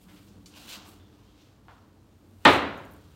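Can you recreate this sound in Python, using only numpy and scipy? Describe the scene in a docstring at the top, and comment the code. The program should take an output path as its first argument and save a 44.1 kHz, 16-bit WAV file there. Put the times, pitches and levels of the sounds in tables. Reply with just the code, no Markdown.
"""A cue drives down on a pool ball with a hard knock that fills a garage: shaped reverberant noise, damped modes
of cue and slate, a push of air and bright clicks. Filtered noise makes the rustle of sleeve and cue before it
and the tip's scuff on the cloth, the rolling rumble and the room tone. Small taps are clicks heard mostly through
the room, a snap is a few decaying high modes, and tiny ticks of ringing noise follow the shot."""
import sys
import numpy as np
from scipy import signal
from scipy.fft import rfft, irfft
from scipy.io import wavfile
from scipy.ndimage import uniform_filter1d

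SR = 44100
rng = np.random.default_rng(int(sys.argv[2]) if len(sys.argv) > 2 else 0)


def unload_audio(sound):
    """Save the sound as a 16-bit wav file, at the path given as the first command line argument."""
    columns = np.transpose(np.atleast_2d(sound))
    # keep every value between -1 and 1, then stretch to whole-number steps
    steps = np.round(np.clip(columns, -1, 1) * 32767)
    wavfile.write(sys.argv[1], SR, steps.astype(np.int16))


N = 138915  # samples

GRAIN_DB, GRAIN_HZ = 1.2, 500  # depth and rate of the level grain in rubbing sounds


def undb(db):
    """Decibels to amplitude ratio: 20 dB per factor of ten."""
    return 10 ** (np.asarray(db) / 20)


def level(x, db):
    """Scale by mean power, so that the RMS stands at db."""
    return x * undb(db) / np.sqrt(np.mean(x ** 2))


def colour(x, table):
    """Spectral shaping: gains in dB interpolated over log frequency between (Hz, dB) points."""
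    hz, db = np.array(table, float).T
    f = np.maximum(np.fft.rfftfreq(len(x), 1 / SR), 1)
    gain = undb(np.interp(np.log(f), np.log(hz), db))
    return irfft(rfft(x) * gain, len(x))


def band(x, hz, width_hz):
    """Two-pole resonance with gain 1 at its centre."""
    q = max(hz / width_hz, .35)
    return signal.lfilter(*signal.iirpeak(hz, q, fs=SR), x)


def fade(t, t60):
    """Exponential decay from t = 0, falling 60 dB in t60 seconds; silent before."""
    return np.exp(-np.log(1000) * np.maximum(t, 0) / t60) * (t >= 0)


def walk(rate):
    """Slow random modulation: Gaussian levels held 1 / rate s, smoothed twice, spread near 1."""
    k = int(SR / rate)
    steps = np.repeat(rng.standard_normal(N // k + 1), k)
    return 1.4 * uniform_filter1d(uniform_filter1d(steps, k), k)[:N]


def add(out, x, s):
    """Superpose x on out from s seconds, cut at the end."""
    i = int(round(s * SR))
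    out[i:i + len(x)] += x[:len(out) - i]


def garage(early_db):
    """Diffuse reverberation: dense echoes in third-octave bands, each with its own build-up and decay."""
    # Reverberation of the garage. Each row: frequency in Hz, T60 in s, build-up time constant in s.
    reverberation = [(60.2, 0.84, 0.008), (150, 1, 0.0045), (300, 0.76, .003), (700, 0.72, 0.0023),
                     (1517, 0.69, 0.0015), (2960, 0.59, .001), (6000, 0.51, .001), (12000, 0.55, 0.00079)]
    early_t60_s = 0.13  # near surfaces: a shorter decay
    t = np.arange(SR) / SR
    hz, t60, rise = np.array(reverberation).T
    f = np.maximum(np.fft.rfftfreq(SR, 1 / SR), 1)
    spectrum = rfft(rng.standard_normal(SR))
    out = np.zeros(SR)
    for centre in np.arange(np.log2(40), np.log2(20000), 1 / 3):  # octaves
        share = np.clip(1 - 3 * np.abs(np.log2(f) - centre), 0, 1)  # overlapping triangles
        band_t60 = np.interp(centre, np.log2(hz), t60)
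        band_rise = np.interp(centre, np.log2(hz), rise)
        decay = fade(t, band_t60) + undb(early_db) * fade(t, early_t60_s)
        build_up = (1 - np.exp(-t / band_rise)) ** 2
        out += irfft(spectrum * share, SR) * decay * build_up
    return out / np.sqrt(np.mean(out[:SR // 20] ** 2))  # first 50 ms at RMS 1


def room_tone():
    """Stationary broadband noise over narrow bands of low noise whose levels waver at random."""
    # Spectrum of the steady noise. Each row: frequency in Hz, relative density in dB per Hz.
    spectrum = [(15, -38), (33, -13.5), (97, -5.5), (256, -8.5), (309, -7), (384, -40.5), (427, -9.5),
                (476, -16.5), (1070, -21), (2350, -32), (16000, -40.5)]
    # Booming bands. Each row: centre in Hz, width in Hz, level in dB before wavering and swell.
    booms = [(58, 7.8, -67), (92.6, 12, -60), (123.5, 5.8, -70.5), (203.4, 30, -65), (294.6, 18, -64.5)]
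    # Swell of the upper booming bands. Each row: time in seconds, gain in dB.
    swell_points = [(0, -3), (.4, 2.5), (.9, 6), (1.3, -1.5), (2, 0), (2.399, -0.5), (3.15, -6)]
    low = level(colour(rng.standard_normal(N), [(300, -2.5), (1500, -19.0)]), 0)
    swell = undb(np.interp(np.arange(N) / SR, *np.array(swell_points).T))
    out = level(colour(rng.standard_normal(N), spectrum), -61.5)
    for hz, width, db in booms:
        boom = level(band(low, hz, width), db) * undb(1.5 * walk(6))
        out += boom * (swell if hz > 150 else 1)
    return out


def drone():
    """Narrow-band noise, heard as a wavering low pitch, that fades out early on."""
    hz, width_hz, end_s, fade_s = 183.4, 13.7, 0.6, 0.071
    x = band(band(rng.standard_normal(N), hz, width_hz), hz, 2 * width_hz)
    return level(x, -58.5) * np.clip((end_s - np.arange(N) / SR) / fade_s, 0, 1)


def rustle():
    """Friction of sleeve and shaft: grainy noise in three bands with moving levels."""
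    # Course of the friction. Each row: time in seconds, level of the middle band in dB,
    # treble above about 7 kHz and body under about 1.5 kHz, both in dB against the middle.
    course = [(0, -73, 0, -3), (.03, -66, 4, -19), (.066, -73, 1, 6), (.11, -65.5, 0, 0), (.27, -69, 0, -6),
              (.37, -72, -7, 2), (.45, -75.5, 1, -3), (.525, -64, -14, -4), (.55, -60.5, -5, -0.5),
              (.57, -53, -7, -7), (.67, -55, -4, -4), (.70, -45, -4.5, -12), (.742, -42.5, -8.5, -9.5),
              (.77, -48, -7.5, -6), (.795, -54.5, -12, -2), (.836, -57, -14, -0.5), (.888, -59, 2.5, 0.5),
              (1.026, -72.5, -9, -0.5), (1.37, -69.5, -11, -4), (1.41, -63.5, -12, -10.5),
              (1.62, -79, -10, 1), (1.73, -70, -9, -6), (1.9, -80, -13, 2), (2.4, -76, 3, -5),
              (2.459, -59.5, -6.5, 2.5), (2.6, -67, -10, 2), (2.85, -70, -1.5, -8.5),
              (3.15, -69.5, -4.5, -4)]
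    # Spectrum of the rubbing cloth. Each row: frequency in Hz, relative density in dB per Hz.
    cloth = [(400, -12.5), (850, -8), (1300, -8), (1900, -6), (2800, 1), (4200, -0.5), (5200, -4.5),
             (7500, -7.5), (16000, -12)]
    t = np.arange(N) / SR
    grains = rng.standard_normal(N) * undb(GRAIN_DB * walk(GRAIN_HZ))
    x = colour(grains, [(100, -73), *cloth])
    middle = colour(x, [(1000, -40), (1500, -4), (1900, 0), (6000, 0), (7300, -4), (10000, -40)])
    treble = colour(x, [(5300, -40), (7300, -4), (8800, 0)])
    body = colour(x, [(1200, 0), (1500, -4), (2200, -40)])
    s, db, treble_db, body_db = np.array(course).T
    mix = level(middle, 0)
    mix += level(treble, 0) * undb(np.interp(t, s, treble_db))
    mix += level(body, 0) * undb(np.interp(t, s, body_db))
    return undb(np.interp(t, s, db)) * mix


def snap():
    """Modal ringing: a few high modes struck once, decaying together."""
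    # Modes of the small hard snap. Each row: frequency in Hz, relative level in dB.
    modes = [(2370, -4.5), (2960, -3), (4030, 0), (4470, 3), (4780, -3), (5560, -1), (6230, -3), (7100, -2)]
    start_s, rise_s, t60_s = .4594, 0.00088, 0.056
    t = np.arange(N) / SR - start_s
    ring = sum(undb(db) * np.sin(2 * np.pi * (hz * t + rng.random())) for hz, db in modes)
    return undb(-52.5) * fade(t, t60_s) * np.clip(t / rise_s, 0, 1) * ring


def taps(room):
    """Room response to an impulse: a direct click and its echoes, band-passed to each tap's colour."""
    # Small taps. Each row: start in seconds, RMS level over the first 50 ms in dB,
    # centre in Hz, width in Hz, direct click over the echoes in dB before filtering.
    tap_rows = [(.0867, -61.5, 1490, 2480, 25), (.163, -64, 2460, 2600, 27),
                (0.2836, -69.5, 5330, 3960, 30), (.345, -58.5, 247, 300, 30), (.4594, -59, 5700, 6900, 25),
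                (0.5389, -60.5, 2760, 420, 27), (.9991, -70, 1070, 2000, 30), (1.6836, -53, 980, 864, 29),
                (1.6837, -73.5, 2520, 2200, 30), (1.0, -72, 3400, 600, 31), (1.043, -73, 3400, 297, 27),
                (1.266, -75, 3200, 149, 27)]
    out = np.zeros(N)
    for s, db, hz, width, direct_db in tap_rows:
        echo = room.copy()
        echo[2] += undb(direct_db)
        x = band(band(band(echo, hz, width), hz, 2 * width), hz, 2 * width)
        add(out, x * undb(db) / np.std(x[:SR // 20]), s)
    return out


def roll(strike_s):
    """Rolling noise: low band-passed noise of uneven level, dying away as the ball runs off on the slate."""
    hz, rise_s, t60_s = 90, 0.045, 2.3
    t = np.arange(N) / SR - strike_s
    x = band(band(rng.standard_normal(N), hz, 90), hz, 180) * undb(2.3 * walk(9.6))
    return level(x, -40.5) * fade(t, t60_s) * np.clip(t / rise_s, 0, 1)


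def ticks():
    """Resonant noise bursts: a short high ring with some hiss, decaying exponentially."""
    # Bright ticks after the shot. Each row: start in seconds, relative level in dB,
    # ring frequency in Hz, hiss against the ring in dB.
    tick_rows = [(2.7747, -54, 6580, -0.5), (2.8505, -62, 6900, 5.5), (2.9104, -51, 14300, -6),
                 (2.921, -58, 11300, -10), (2.935, -56, 11360, 3), (2.9627, -61, 7160, 3)]
    t60_s = 0.056
    out, t = np.zeros(N), np.arange(SR // 10) / SR
    for s, db, hz, hiss_db in tick_rows:
        noise = rng.standard_normal(len(t))
        ring = level(band(band(noise, hz, 250), hz, 600), 0)
        hiss = level(band(band(noise, 12000, 6000), 12600, 8000), hiss_db)
        add(out, (ring + hiss) * fade(t, t60_s) * undb(db) / 2, s)
    return out


def scuff():
    """Sliding friction of the tip on the cloth: grainy high noise with a rise, a hold and a decay."""
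    # Spectrum of the scuff. Each row: frequency in Hz, relative density in dB per Hz.
    spectrum = [(3000, -6), (6000, -3), (9000, -3.5), (10500, -7.5), (12500, -9.5), (16000, -15.5)]
    start_s, rise_s, hold_s, t60_s = 2.478, 0.011, 0.062, 0.25  # hold counts from the start
    t = np.arange(N) / SR - start_s
    envelope = np.clip(t / rise_s, 0, 1) * fade(np.maximum(t - hold_s, 0), t60_s)
    hiss = level(colour(rng.standard_normal(N), [(1000, -49), *spectrum]), -44)
    return envelope * undb(GRAIN_DB * walk(GRAIN_HZ)) * hiss


def tip_clicks():
    """Resonance of the hard tip: high band-passed noise under a very short decay."""
    # Clicks of the tip. Each row: start in seconds, peak level in dB, ring frequency in Hz.
    click_rows = [(2.4508, -18, 8800), (2.4775, -29, 8600), (2.4773, -39, 13000)]
    t60_s = 0.011
    out, t = np.zeros(N), np.arange(SR // 20) / SR
    for s, db, hz in click_rows:
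        click = band(band(rng.standard_normal(len(t)), hz, 2600), hz, 6300) * fade(t, t60_s)
        add(out, click * undb(db) / np.abs(click).max(), s)
    return out


def air_push(t):
    """Pressure pulse from the contact: one and a half inverted sine cycles under a half-sine window."""
    hz = 966
    window = np.sin(np.pi * np.minimum(hz * t / 1.5, 1))
    return -undb(-3) * np.sin(2 * np.pi * hz * t) * window


def cue_and_slate(t):
    """Modal superposition: damped sines, each swelling over a few of its own cycles."""
    # Modes of cue and slate bed. Each row: frequency in Hz, relative level in dB, T60 in s.
    modes = [(118.1, -7, .3), (277.5, -6.5, 0.64), (337, -7, 0.49), (444, -12.5, 0.3), (530.6, -11, 0.7),
             (578, -7.5, 0.23), (676.6, -5, 0.18), (825.6, -1, 0.28), (879, -6.5, 0.38), (1030, -6, 0.15),
             (1215, -7, 0.44), (1823, -2.5, .15), (2763, -12, .2), (3166, -8.5, .11), (3730, -12.5, 0.19)]
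    rise_cycles = 3.8  # time constant
    ring = np.zeros(len(t))
    for hz, db, t60 in modes:
        swell = 1 - np.exp(-t * hz / rise_cycles)
        ring += undb(db) * fade(t, t60) * swell * np.sin(2 * np.pi * (hz * t + rng.random()))
    return ring * undb(-13.5)


def knock(room, strike_s):
    """Impact excitation: a brief contact sets off the room and the modes of cue and table."""
    # Spectrum of the knock in the room. Each row: frequency in Hz, relative density in dB per Hz.
    spectrum = [(35, -55), (68, -17.5), (85, -9.5), (120, -10), (175, -10), (280, 0), (514, -2),
                (800, -1.5), (1000, -1.5), (1250, -2), (2000, -6.5), (2800, -8.5), (4000, -12.5),
                (5000, -26), (15000, -57.5)]
    contact_s = 0.00062  # onset time constant
    t = np.arange(SR) / SR
    onset = 1 - np.exp(-t / contact_s)
    boom = colour(room, spectrum)
    boom *= undb(-11.5) / np.std(boom[:SR // 20])
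    out = tip_clicks()
    add(out, onset * (boom + cue_and_slate(t)), strike_s)
    add(out, air_push(t), strike_s + 0.0012)
    return out


def scene():
    """Linear superposition of the background, the handling sounds and the shot."""
    strike_s = 2.4512
    background = room_tone() + drone()
    handling = rustle() + snap() + taps(garage(-2))  # taps are far from near surfaces
    shot = knock(garage(5), strike_s) + scuff() + roll(strike_s) + ticks()  # stronger early decay, dB
    return (background + handling + shot)[None]


def record(dry):
    """Phone response, soft saturation of the loudest peaks and a steep low-pass."""
    # Response of the phone. Each row: frequency in Hz, gain in dB.
    response = [(20, -8.5), (45, 0.5), (9000, 0), (10500, -3.5), (12000, 0)]
    ceiling, top_hz = 1.3, 15850
    x = ceiling * np.tanh(colour(dry[0], response)[None] / ceiling)
    low_pass = signal.ellip(10, .2, 80, top_hz, fs=SR, output="sos")
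    return signal.sosfilt(low_pass, x)


dry = scene()
out = record(dry)
unload_audio(out)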